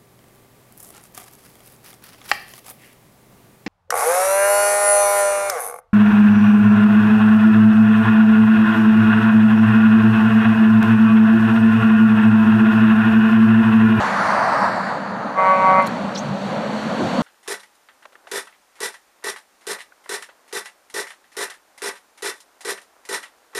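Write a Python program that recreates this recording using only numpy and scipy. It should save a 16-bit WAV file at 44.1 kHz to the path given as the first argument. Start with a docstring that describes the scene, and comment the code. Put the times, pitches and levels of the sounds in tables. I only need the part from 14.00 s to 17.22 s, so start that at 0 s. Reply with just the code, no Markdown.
"""A motorway heard from a bridge: a car's tyre roar fades as it passes below, a heavy truck draws near
and sounds its twin air horns. Close by, a small mechanism clicks and squeaks; a few low thumps.
Horns are summed overtones plus air noise and an answering tail; roar and hiss are shaped noise; drone,
squeak and thumps are smeared tones; clicks are short decaying sines."""
import sys
import numpy as np
from scipy import signal
from scipy.fft import rfft, irfft, next_fast_len
from scipy.io import wavfile
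from scipy.ndimage import uniform_filter1d, map_coordinates

SR = 44100
rng = np.random.default_rng(int(sys.argv[2]) if len(sys.argv) > 2 else 0)


def dump_mix(stems):
    """Bounce the given channels to the path in sys.argv[1] as a 16-bit WAV at rate SR."""
    frames = np.atleast_2d(stems).T  # one column per channel
    limited = np.clip(frames, -1, 1)  # hard clip at full scale
    pcm = np.round(limited * 32767).astype(np.int16)
    wavfile.write(sys.argv[1], SR, pcm)


def gain_from_decibels(decibels):
    """Convert decibel values to linear amplitude factors."""
    exponent = np.asarray(decibels, float) / 20
    return 10 ** exponent


N = 142002
T = np.arange(N) / SR

# horn blast envelope, relative: time_s, level_db
HORN_LEVEL = [(1.352, -46), (1.362, -30.5), (1.39, -17), (1.63, -19), (1.70, -17), (1.80, -14.5),
              (1.83, -24), (1.87, -31), (1.895, -49)]
# overtones of the high and low trumpet, relative: multiple, level_db
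HIGH_OVERTONES = [(1, -20), (3, -10), (4, -8), (5, -3), (6, -1), (7, -10), (8, -16), (9, -27), (10, -19),
                  (11, -14), (12, -20), (13, -27), (16, -40)]
LOW_OVERTONES = [(3, -7), (4, -1), (5, 0), (6, -5), (7, -14), (8, -5), (9, -9), (10, -15)]
# spectrum of air rushing in the horns, relative: freq_hz, density_db_per_hz
HORN_AIR_SPECTRUM = [(400, -60), (600, 1), (1100, -1), (2300, -7.5), (2900, -19.5), (4000, -54)]
# truck tyre roar: time_s, level_db
TRUCK_LEVEL = [(0, -28.5), (1.0, -29), (1.35, -30), (1.9, -25), (2.15, -27.5), (2.5, -25), (2.85, -23.5),
               (3.22, -21.5)]
# its spectrum, relative: freq_hz, density_db_per_hz
TRUCK_SPECTRUM = [(15, -81), (25, -54), (54, -42), (161, -10.5), (205, -5.5), (338, -18.5), (374, -22.5),
                  (536, -11), (695, -13), (800, -16), (902, -16.5), (1640, -24), (3000, -37), (3900, -56),
                  (6600, -120)]
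# truck treble hiss: time_s, level_db
HISS_LEVEL = [(0, -37), (1.2, -54.5), (1.35, -52), (1.45, -44.5), (1.85, -42), (2.1, -44), (2.7, -40.5),
              (3.22, -35)]
# its spectrum, relative: freq_hz, density_db_per_hz
HISS_SPECTRUM = [(1650, -11), (2800, -2.5), (4130, -3), (4430, 0.5), (4650, -6), (5030, -17), (5630, -11),
                 (7510, -15.5), (10400, -27), (11200, -27), (15100, -43.5)]
# truck drone: time_s, pitch_hz, level_db
DRONE_TRACK = [(0, 196, -38), (1.0, 194, -37.5), (2.0, 195, -35), (2.4, 196, -27), (2.6, 212, -31.5),
               (3.22, 220, -29)]
# car tyre roar: time_s, level_db
CAR_LEVEL = [(0, -16), (.4, -17), (.64, -16.5), (.7, -19.5), (.9, -22), (1.0, -28), (1.3, -29.5),
             (2.0, -33), (3.22, -84)]
# its spectrum before the road echo, relative: freq_hz, density_db_per_hz
CAR_SPECTRUM = [(24, -75), (40, -48), (103, -14), (153, -22), (191, -16.5), (240, -14), (467, -18.5),
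                (600, -5.5), (960, -4), (1790, -14.5), (2600, -29.5), (3300, -37), (4590, -27.5),
                (4940, -36), (9420, -47.5), (15100, -67)]
# mechanism clicks: start_s, level_db, pitch_hz
CLICK_EVENTS = [(1.825, -36, 8900), (1.8612, -31, 5670), (1.866, -32.5, 10200), (1.8698, -24, 6950),
                (1.8744, -19.5, 4170), (1.880, -36, 9100), (2.141, -49, 6500), (2.288, -39, 6000)]
# whistling bands of the squeak, one falling, one rising: time_s, pitch_hz, level_db
FALLING_SQUEAK = [(2.148, 7020, -44), (2.152, 5050, -38), (2.158, 4360, -28), (2.165, 3350, -36),
                  (2.18, 4250, -38), (2.19, 4100, -49)]
RISING_SQUEAK = [(2.153, 5150, -48), (2.164, 5700, -46), (2.181, 5740, -34.5), (2.192, 6090, -33),
                 (2.199, 6400, -47), (2.22, 6460, -58)]
# low bumps: centre_s, pitch_hz, level_db
THUMP_EVENTS = [(2.27, 155, -25), (2.32, 125, -30), (2.9, 150, -29), (3.02, 330, -20), (3.045, 130, -28),
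                (3.2, 230, -17)]


def unit(x):
    """Scale to rms 1."""
    return x / np.sqrt(np.mean(np.abs(x) ** 2) + 1e-20)


def curves(rows):
    """One value per sample for each column after the time."""
    time_s, *columns = np.transpose(rows)
    return [np.interp(T, time_s, column) for column in columns]


def wobble(knots_per_s):
    """Smooth random curve through normally distributed knots."""
    knots = rng.standard_normal(int(N * knots_per_s / SR) + 4)
    return map_coordinates(knots, [T * knots_per_s])


def rush(spectrum, patchy_db):
    """Coloured noise of rms 1 with time-frequency patches of random gain."""
    grains = signal.stft(rng.standard_normal(N + 512), nperseg=512)[2]
    patches = uniform_filter1d(rng.standard_normal(grains.shape), size=6, axis=0)
    patches = uniform_filter1d(patches, size=12, axis=1)
    noise = signal.istft(grains * gain_from_decibels(patchy_db * unit(patches)), nperseg=512)[1][:N]
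    size = next_fast_len(N + 8192)
    freq_hz, density_db = np.transpose(spectrum)
    bins_hz = np.fft.rfftfreq(size, 1 / SR)
    gain_db = np.interp(np.log(bins_hz + 1), np.log(freq_hz + 1), density_db)
    return unit(irfft(rfft(noise, size) * gain_from_decibels(gain_db), size)[:N])


def fuzzy_line(pitch_hz, width_hz, rough):
    """Tone of rms 1; the share rough is smeared into a narrow band of noise."""
    smear = wobble(width_hz) + 1j * wobble(width_hz)
    carrier = np.exp(2j * np.pi * np.cumsum(pitch_hz) / SR)
    return unit(np.real(((1 - rough) + rough * smear) * carrier))


def trumpet(pitch_hz, overtones):
    """Harmonics on one drifting pitch, each wavering in level."""
    waver_db, drift_share = 2.3, .001
    drifting_hz = pitch_hz * (1 + drift_share * wobble(23.64))
    phase = 2 * np.pi * np.cumsum(drifting_hz) / SR
    return sum(gain_from_decibels(db + waver_db * wobble(18)) * np.sin(k * phase - .7 * k) for k, db in overtones)


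def horns():
    """Two air trumpets; pitch sags as the air runs out, the cutting answers with a decaying noise tail."""
    high_hz, low_hz = 188.15, 157.7
    horn_db, low_db, air_db = 1.5, -12.5, -13
    sag_start_s, sag_share_per_s = 1.815, .26
    valley_db, valley_t60_s = -12, .2
    sag = 1 - sag_share_per_s * np.clip(T - sag_start_s, 0, .2)
    blast = trumpet(high_hz * sag, HIGH_OVERTONES)
    blast = blast + gain_from_decibels(low_db) * trumpet(low_hz * sag, LOW_OVERTONES)
    blast = blast + gain_from_decibels(air_db) * rush(HORN_AIR_SPECTRUM, patchy_db=3.5)
    gate = (T > HORN_LEVEL[0][0]) & (T < HORN_LEVEL[-1][0])
    direct = gate * gain_from_decibels(curves(HORN_LEVEL)[0] + horn_db) * blast
    tail = rng.standard_normal(SR // 2) * gain_from_decibels(-60 * T[:SR // 2] / valley_t60_s)
    answer = signal.fftconvolve(direct, tail / np.linalg.norm(tail))[:N]
    return direct + gain_from_decibels(valley_db) * answer


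def truck():
    """Broad roar of many tyres, a treble hiss and a low wavering drone."""
    pitch_hz, drone_db = curves(DRONE_TRACK)
    roar_db = curves(TRUCK_LEVEL)[0] + .72 * wobble(9.1)
    hiss_db = curves(HISS_LEVEL)[0] + .8 * wobble(12)
    roar = gain_from_decibels(roar_db) * rush(TRUCK_SPECTRUM, patchy_db=1)
    hiss = gain_from_decibels(hiss_db) * rush(HISS_SPECTRUM, patchy_db=.7)
    drone = gain_from_decibels(drone_db) * fuzzy_line(pitch_hz, width_hz=18, rough=.62)
    return roar + hiss + drone


def car():
    """Tyre roar, direct and off the road; the growing lag slides the notches down as it moves."""
    echo_share, lag_ms, lag_growth_ms_per_s = -.5, .228, .12  # echo inverted
    flutter_db = .8
    roar = rush(CAR_SPECTRUM, patchy_db=1.5)
    lag_s = (lag_ms + lag_growth_ms_per_s * T) / 1000
    echo = map_coordinates(roar, [np.arange(N) - lag_s * SR], mode="nearest")
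    level_db = curves(CAR_LEVEL)[0] + flutter_db * wobble(7.9)
    return gain_from_decibels(level_db) * unit(roar + echo_share * echo)


def clicks():
    """Decaying sines roughened by noise: a fast decay over a weak slower rattle, cut at 400 samples."""
    click_t60_s, rattle_t60_s, rattle_db = .0056, .03, -20
    out, t = np.zeros(N), T[:400]
    for start_s, level_db, pitch_hz in CLICK_EVENTS:
        decay = gain_from_decibels(level_db - 60 * t / click_t60_s)
        decay = decay + gain_from_decibels(level_db + rattle_db - 60 * t / rattle_t60_s)
        grit = .8 + 1.1 * uniform_filter1d(rng.standard_normal(400), size=4)
        start = round(start_s * SR)
        out[start:start + 400] += decay * np.sin(2 * np.pi * pitch_hz * t) * grit
    return out


def squeak():
    """Two gliding whistles, each with a wider scrape around it and a faint octave."""
    whistle_width_hz, scrape_width_hz = 900, 4500
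    scrape_db, octave_db = -5, -27
    out = np.zeros(N)
    for rows in (FALLING_SQUEAK, RISING_SQUEAK):
        pitch_hz, level_db = curves(rows)
        band = fuzzy_line(pitch_hz, whistle_width_hz, rough=.69)
        band += gain_from_decibels(scrape_db) * fuzzy_line(pitch_hz, scrape_width_hz, rough=.88)
        band += gain_from_decibels(octave_db) * fuzzy_line(2 * pitch_hz, scrape_width_hz, rough=1)
        gate = (T > rows[0][0]) & (T < rows[-1][0])
        out += gate * gain_from_decibels(level_db) * band
    return out


def mechanism():
    """Tiny dry clicks and a short scraping squeak."""
    return clicks() + squeak()


def thumps():
    """Soft low bumps: puffs of narrow-band rumble under a bell-shaped envelope."""
    half_length_s, width_share = .024, .5  # half length to 1/e; band width over pitch
    out = np.zeros(N)
    for centre_s, pitch_hz, level_db in THUMP_EVENTS:
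        envelope = np.exp(-((T - centre_s) / half_length_s) ** 2)
        rumble = fuzzy_line(np.full(N, pitch_hz), width_share * pitch_hz, rough=1)
        out += gain_from_decibels(level_db) * envelope * rumble
    return out


def scene():
    """All sources, one channel."""
    return (horns() + truck() + car() + mechanism() + thumps())[None]


def band_limit(x):
    """A steep low-pass at the top of the band."""
    return signal.sosfilt(signal.butter(12, 15250, fs=SR, output="sos"), x)


def record(dry):
    """The finished mix as delivered."""
    return band_limit(dry)


dry = scene()
out = record(dry)
dump_mix(out)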